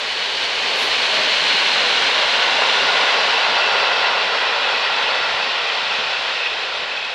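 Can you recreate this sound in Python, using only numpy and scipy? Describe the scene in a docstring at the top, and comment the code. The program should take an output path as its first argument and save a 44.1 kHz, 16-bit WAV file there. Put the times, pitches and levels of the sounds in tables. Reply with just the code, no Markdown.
"""An electric train runs through a station, heard in stereo from the platform, close to the track.
Light air brushes the microphone, single wheels sing out, and the rails carry a roar ahead of the train.
The locomotive spits a short hiss and passes in a bright rush of rough steel rolling on steel.
Its coaches follow over roaring rails: a few wheels knock, the bodies rumble, and the wheels' ringing
sinks in pitch as they go by. A low drone hangs about the last coaches."""
import sys
import numpy as np
from scipy import signal
from scipy.fft import rfft, irfft, next_fast_len
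from scipy.io import wavfile
from scipy.ndimage import uniform_filter1d, map_coordinates

SR = 44100
rng = np.random.default_rng(int(sys.argv[2]) if len(sys.argv) > 2 else 0)


def waveform_to_disk(signal):
    """Save audio, clipped to [-1, 1], as 16-bit WAV at the path in sys.argv[1]."""
    frames = np.transpose(np.atleast_2d(signal))
    scaled = np.clip(frames, -1, 1) * 32767
    samples = np.round(scaled).astype(np.int16)
    wavfile.write(sys.argv[1], SR, samples)


N = 314874
TIME = np.arange(N) / SR
FREQ = np.maximum(np.fft.rfftfreq(next_fast_len(int(1.1 * N)), 1 / SR), 1)

# A coach wheel's resonances at rest. Each row: pitch in Hz, width in Hz, relative level in dB.
COACH_MODES = [(1495, 130, 0), (2085, 100, 0.3), (2672, 75, -0.3), (2825, 115, 2), (3080, 100, -1.5),
               (3445, 80, -1), (3740, 90, -1), (4220, 90, -4.5), (4820, 220, -6.5), (5720, 260, -14)]
# The spectrum of the rails. 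Each row: frequency in Hz, relative level in dB.
RAIL_SPECTRUM = [(250, -59), (340, -20), (400, -4.5), (480, 0), (700, 1), (900, 3), (1100, 2.5),
                 (1270, -3.5), (1420, 1.5), (1700, -4.5), (2300, -8), (4500, -25)]


def undb(db):
    """Decibels to gain."""
    return 10 ** (np.asarray(db) / 20)


def colour(points):
    """Gain per frequency through (Hz, dB) points, silent above the last."""
    hz, db = np.transpose(points)
    return undb(np.interp(np.log(FREQ), np.log(hz), db, right=-np.inf))


def resonance(hz, width_hz):
    """Gain per frequency of one steep-sided resonance."""
    detune = (FREQ - hz ** 2 / FREQ) / (1.55 * width_hz)
    return 1 / (1 + detune ** 2)


def wheel_response(modes):
    """Gain per frequency of a wheel's resonances together."""
    return np.sqrt(sum((undb(db) * resonance(hz, width)) ** 2 for hz, width, db in modes))


def noise(gain):
    """Two unrelated noises (for mid and side) of one colour, rms 1, a little longer than the scene."""
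    shape = (2, len(FREQ))
    x = irfft(gain * (rng.standard_normal(shape) + 1j * rng.standard_normal(shape)))
    return x / x.std()


def walk(rate, size=N):
    """Random levels held 1 / rate seconds and smoothed twice; spread near 1."""
    hold = max(int(SR / rate), 1)
    held = rng.standard_normal(1024)[np.arange(size) // hold % 1024]
    return 1.3 * uniform_filter1d(uniform_filter1d(held, hold), hold)


def passing(nearest_s, db, near_s):
    """Gain of sources that swell and fade with distance from the microphone; their powers add."""
    falloff_db = 30.5  # per tenfold distance: wheels radiate mostly sideways
    distance = np.hypot(1, (TIME - np.atleast_1d(nearest_s)[:, None]) / near_s)
    level_db = np.atleast_1d(db)[:, None] - falloff_db * np.log10(distance)
    return np.linalg.norm(undb(level_db), axis=0)


def doppler_glide(mach=.104, steepest_s=2.23, half_s=2.34):
    """Pitch ratio at the platform: high on the approach, low on the way out."""
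    along = TIME - steepest_s
    return 1 / (1 + mach * along / np.hypot(along, half_s))


def moving(x, doppler):
    """Play a sound faster while it approaches and slower as it leaves."""
    place = np.cumsum(doppler)
    return np.array([map_coordinates(row, [place], order=3, mode="wrap") for row in x])


def puff(s, half_s, hz, width_hz, db):
    """A short smooth swell of noise in one band."""
    return noise(resonance(hz, width_hz))[:, :N] * undb(db) * np.exp(-((TIME - s) / half_s) ** 2)


def breeze(start_db=-60, fade_db_per_s=.6, gust_db=2.8):
    """Light air brushes the microphone in low gusts that slowly fade."""
    # Each row: frequency in Hz, relative level in dB.
    spectrum = [(15, -3), (28, -5), (45, 0.5), (68, 4), (100, -14), (200, -15), (600, -39)]
    return noise(colour(spectrum))[:, :N] * undb(start_db - fade_db_per_s * TIME + gust_db * walk(13))


def mode_swells(doppler, swells):
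    """A wheel mode, shaken at random, swells and glides down with the pass, once for each row."""
    out = np.zeros(N)
    for s, half_s, hz, width_hz, db in swells:
        near = np.abs(TIME - s) < 3 * half_s
        t = TIME[near]
        phase = 2 * np.pi * np.cumsum(hz * doppler[near] / doppler[int(s * SR)]) / SR
        # the mode forgets its size and phase at a rate set by its width
        ring = walk(2 * width_hz, len(t)) * np.cos(phase) + walk(2 * width_hz, len(t)) * np.sin(phase)
        out[near] += ring * undb(db) * np.exp(-((t - s) / half_s) ** 2) / np.sqrt(2)
    return out


def singing_wheels(doppler):
    """Single wheels sing out above the rush, alike in both channels."""
    # Each row: middle and half length in seconds, pitch at the platform and width in Hz, level in dB.
    swells = [ (.26, .09, 4340, 28, -30.5), (.28, .04, 3100, 400, -27.5), (.2, .25, 2990, 70, -33),
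              (.75, .16, 2800, 330, -29.5), (1.21, .17, 620, 60, -28.5), (1.55, .09, 2900, 220, -26),
              (2.21, .07, 602, 40, -28), (2.55, .13, 950, 200, -30), (2.7, .35, 2780, 70, -29.5),
              (2.9, .15, 1445, 45, -25.5), (3.0, .3, 2035, 55, -28.5), (3.47, .1, 2580, 55, -27),
              (3.62, .06, 2435, 40, -29), (3.75, .3, 1395, 45, -27), (3.85, .25, 4590, 120, -36.5),
              (4.4, .13, 2455, 60, -30), (4.52, .08, 1841, 40, -31), (4.83, .06, 2435, 40, -31),
              (5.2, .13, 1365, 90, -29), (5.95, .2, 2950, 420, -30), (6.22, .12, 4570, 100, -39),
              (6.15, .65, 2630, 190, -31.5), (6.44, .09, 2620, 130, -28), (6.5, .13, 1915, 55, -33.5),
              (6.85, .08, 2971, 25, -35), (7.0, .2, 2565, 85, -28.5)]
    return mode_swells(doppler, swells)


def roar_ahead():
    """The rails carry a roar to the platform ahead of the locomotive."""
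    # Each row: frequency in Hz, relative level in dB.
    spectrum = [(290, -31.5), (390, -1), (480, -2), (700, -6), (1100, -1.5), (1290, -9), (2100, -9),
                (2550, 1), (3100, -12), (4500, -30)]
    return noise(colour(spectrum))[:, :N] * passing(nearest_s=1, db=-28, near_s=.8)


def spit():
    """A short, high hiss comes from the approaching locomotive."""
    return puff(s=.825, half_s=.068, hz=9900, width_hz=2900, db=-46.5)


def thumps():
    """Soft thumps and surges rise out of the rolling."""
    # Each row: middle and half length in seconds, band centre and width in Hz, level in dB.
    surges = [ (.835, .016, 230, 110, -38), (1.265, .016, 230, 110, -39), (3.87, .09, 740, 300, -29),
              (5.342, .02, 112, 65, -45), (5.39, .03, 780, 300, -30), (5.995, .022, 215, 110, -43.5),
              (6.22, .025, 720, 200, -31), (6.6, .4, 520, 160, -39)]
    return sum(puff(*surge) for surge in surges)


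def rolling(gain, doppler, patchy_db=.5, patches_per_s=35):
    """Surface roughness shakes the moving wheels; rough patches come and go."""
    return moving(noise(gain), doppler) * undb(patchy_db * walk(patches_per_s))


def locomotive(doppler, nearest_s, rush_db, ring_db, near_s=1.18):
    """The locomotive's wheels roll by: a bright rush with a few resonances in it."""
    # The rush at rest. Each row: frequency in Hz, relative level in dB.
    spectrum = [(300, -39), (1200, -12), (1600, -2), (2200, 0), (2700, 1), (3350, 0), (4100, 0), (4500, -8),
                (5100, -12.5), (6200, -18.5), (7500, -25.5), (9500, -35), (12000, -48), (14000, -55.5)]
    # The wheel's resonances at rest. Each row: pitch in Hz, width in Hz, relative level in dB.
    modes = [(525, 103, -5.5), (1477, 71, -0.5), (2810, 76, 5), (3000, 60, -10), (4150, 160, -3.5)]
    rush = rolling(colour(spectrum), doppler) * passing(nearest_s, rush_db, near_s)
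    ring = rolling(wheel_response(modes), doppler, patchy_db=-.7)
    return rush + ring * passing(nearest_s, ring_db, near_s)


def throb(turn_hz=6.9):
    """Swing of out-of-round wheels, which press on the track once a turn."""
    turns = np.cumsum(turn_hz * (1 + .089 * walk(2.4))) / SR
    return np.sin(2 * np.pi * turns)


def bodies(nearest_s, db, throb_db=1.1, patchy_db=1.5):
    """The bodies rumble in uneven surges, shaken by their wheels."""
    # Each row: frequency in Hz, relative level in dB.
    spectrum = [(60, -15.5), (95, -9.5), (125, -14), (160, 0.5), (210, 0.5), (268, 5.5), (320, 1),
                (400, 3.5), (700, -24.5)]
    rumble = noise(colour(spectrum))[:, :N] * undb(throb_db * throb() + patchy_db * walk(29))
    return rumble * passing(nearest_s, db, near_s=1.17)


def rails(nearest_s, db, throb_db=.4, patchy_db=.4):
    """The rails stay put, so their roar keeps its pitch; it throbs with the wheels and carries far."""
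    roar = noise(colour(RAIL_SPECTRUM))[:, :N] * undb(throb_db * throb() + patchy_db * walk(25.28))
    return roar * passing(nearest_s, db, near_s=1.354)


def knocks(doppler, attack_s=.002, decay_s=.02):
    """A wheel strikes a flaw in the track: it clanks, the rail knocks, and both die away at once."""
    # Each row: start in seconds, wheel clank in dB, rail knock in dB.
    strikes = [(1.828, -28, -22), (2.422, -18, -28), (2.618, -26, -17), (3.566, -18, -19),
               (3.825, -27, -22), (3.91, -30, -22), (4.07, -30, -19), (5.908, -22, -27), (5.985, -28, -24),
               (6.458, -21, -31)]
    clank = moving(noise(wheel_response(COACH_MODES)), doppler)
    knock = noise(colour(RAIL_SPECTRUM))[:, :N]
    out = np.zeros((2, N))
    for s, clank_db, knock_db in strikes:
        age = np.maximum(TIME - s, 0)
        blow = np.minimum(age / attack_s, 1) * np.exp(-age / decay_s)
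        out += blow * (undb(clank_db) * clank + undb(knock_db) * knock)
    return out


def coach_ringing(doppler, waver_share=.006, wavers_per_s=7):
    """Each resonance of the coach wheels swells and wavers in pitch on its own."""
    sizes = np.array([undb(db) * np.sqrt(width) for _, width, db in COACH_MODES])
    out = np.zeros((2, N))
    for (hz, width, _), size in zip(COACH_MODES, sizes / np.linalg.norm(sizes)):
        wavering = doppler * (1 + waver_share * walk(wavers_per_s))
        out += size * rolling(resonance(hz, width), wavering, patchy_db=2.05)
    return out


def flares(doppler, per_s=16, half_s=.055, width_hz=25, relative_db=-9):
    """At random, one resonance of one coach wheel flares up; no two wheels are tuned quite alike."""
    swells = []
    for when, which, detune in rng.random((int(per_s * N / SR), 3)):
        hz, _, db = COACH_MODES[int(which * len(COACH_MODES))]
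        heard_hz = hz * doppler[int(when * N)] * (1 + .06 * (detune - .5))
        swells.append((when * N / SR, half_s, heard_hz, width_hz, relative_db + db))
    return mode_swells(doppler, swells)


def coaches(doppler, nearest_s, rush_db, ring_db, near_s=1):
    """The coaches' wheels roll by: a duller rush and more ringing."""
    # The rush at rest. Each row: frequency in Hz, relative level in dB.
    spectrum = [(300, -34.5), (1200, -26), (1700, -3), (2400, -3), (3000, -1), (3900, -2.5), (4350, -2.5),
                (4650, -6.5), (5500, -11.5), (6600, -21), (8300, -30), (10500, -41.5), (12000, -55.5),
                (14500, -67)]
    rush = rolling(colour(spectrum), doppler) * passing(nearest_s, rush_db, near_s)
    ring = coach_ringing(doppler)
    ring[0] += flares(doppler)  # in the mid only
    return rush + ring * passing(nearest_s, ring_db, near_s)


def drone(patchy_db=2):
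    """A low, uneven drone hangs about the last coaches."""
    # Each row: frequency in Hz, relative level in dB.
    spectrum = [(60, -18), (90, 2), (115, -3.5), (150, 0.5), (260, -3.5), (420, -24)]
    hum = noise(colour(spectrum))[:, :N] * undb(patchy_db * walk(9))
    return hum * passing(nearest_s=5.7, db=-57.5, near_s=1.4)


def spread(sound, change_s=(4.1, 2.5)):
    """The channels part slightly; the top treble is wider in the later part."""
    # Stereo width. Each row: frequency in Hz, side against mid in dB early on, then later.
    width = [(60, -15, -15), (120, -15, -13), (200, -19.5, -18), (460, -25.5, -29.5), (1200, -25, -25),
             (2200, -22, -21.5), (4000, -19, -18.5), (5200, -18, -17), (7300, -12.5, -4), (13000, -15, -2)]
    hz, early_db, late_db = np.transpose(width)
    mid, raw_side = sound
    spectrum = rfft(raw_side, 2 * (len(FREQ) - 1))
    early, late = (irfft(spectrum * colour(np.c_[hz, db]))[:N] for db in (early_db, late_db))
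    side = early + (late - early) * np.interp(TIME, change_s, [0, 1])
    return np.array([mid + side, mid - side])


def scene():
    """At the microphone, the locomotive's wheels give way to the coaches' over the roar of the rails."""
    # Wheel groups going by, the locomotive's first. Each row: moment when nearest in seconds,
    # then rail roar, wheel rush, wheel ringing and body rumble in dB.
    bogies = [(1.62, -33, -18, -27.5, -42.5), (2.95, -22.5, -22, -42, -43.5), (3.77, -25, -32.5, -23, -58),
              (5.04, -26.5, -25, -27, -50), (6.17, -41, -25.5, -31.5, -57)]
    nearest_s, rail_db, rush_db, ring_db, body_db = np.transpose(bogies)
    doppler = doppler_glide()
    mix = breeze() + roar_ahead() + spit() + thumps()
    mix += locomotive(doppler, nearest_s[0], rush_db[0], ring_db[0])
    mix += bodies(nearest_s, body_db) + rails(nearest_s, rail_db) + knocks(doppler)
    mix += coaches(doppler, nearest_s[1:], rush_db[1:], ring_db[1:]) + drone()
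    return spread(mix) + singing_wheels(doppler)


def record(dry):
    """The recorder cuts the top treble steeply."""
    top_hz = 13900
    return signal.sosfilt(signal.ellip(8, .2, 70, top_hz, fs=SR, output="sos"), dry)


dry = scene()
out = record(dry)
waveform_to_disk(out)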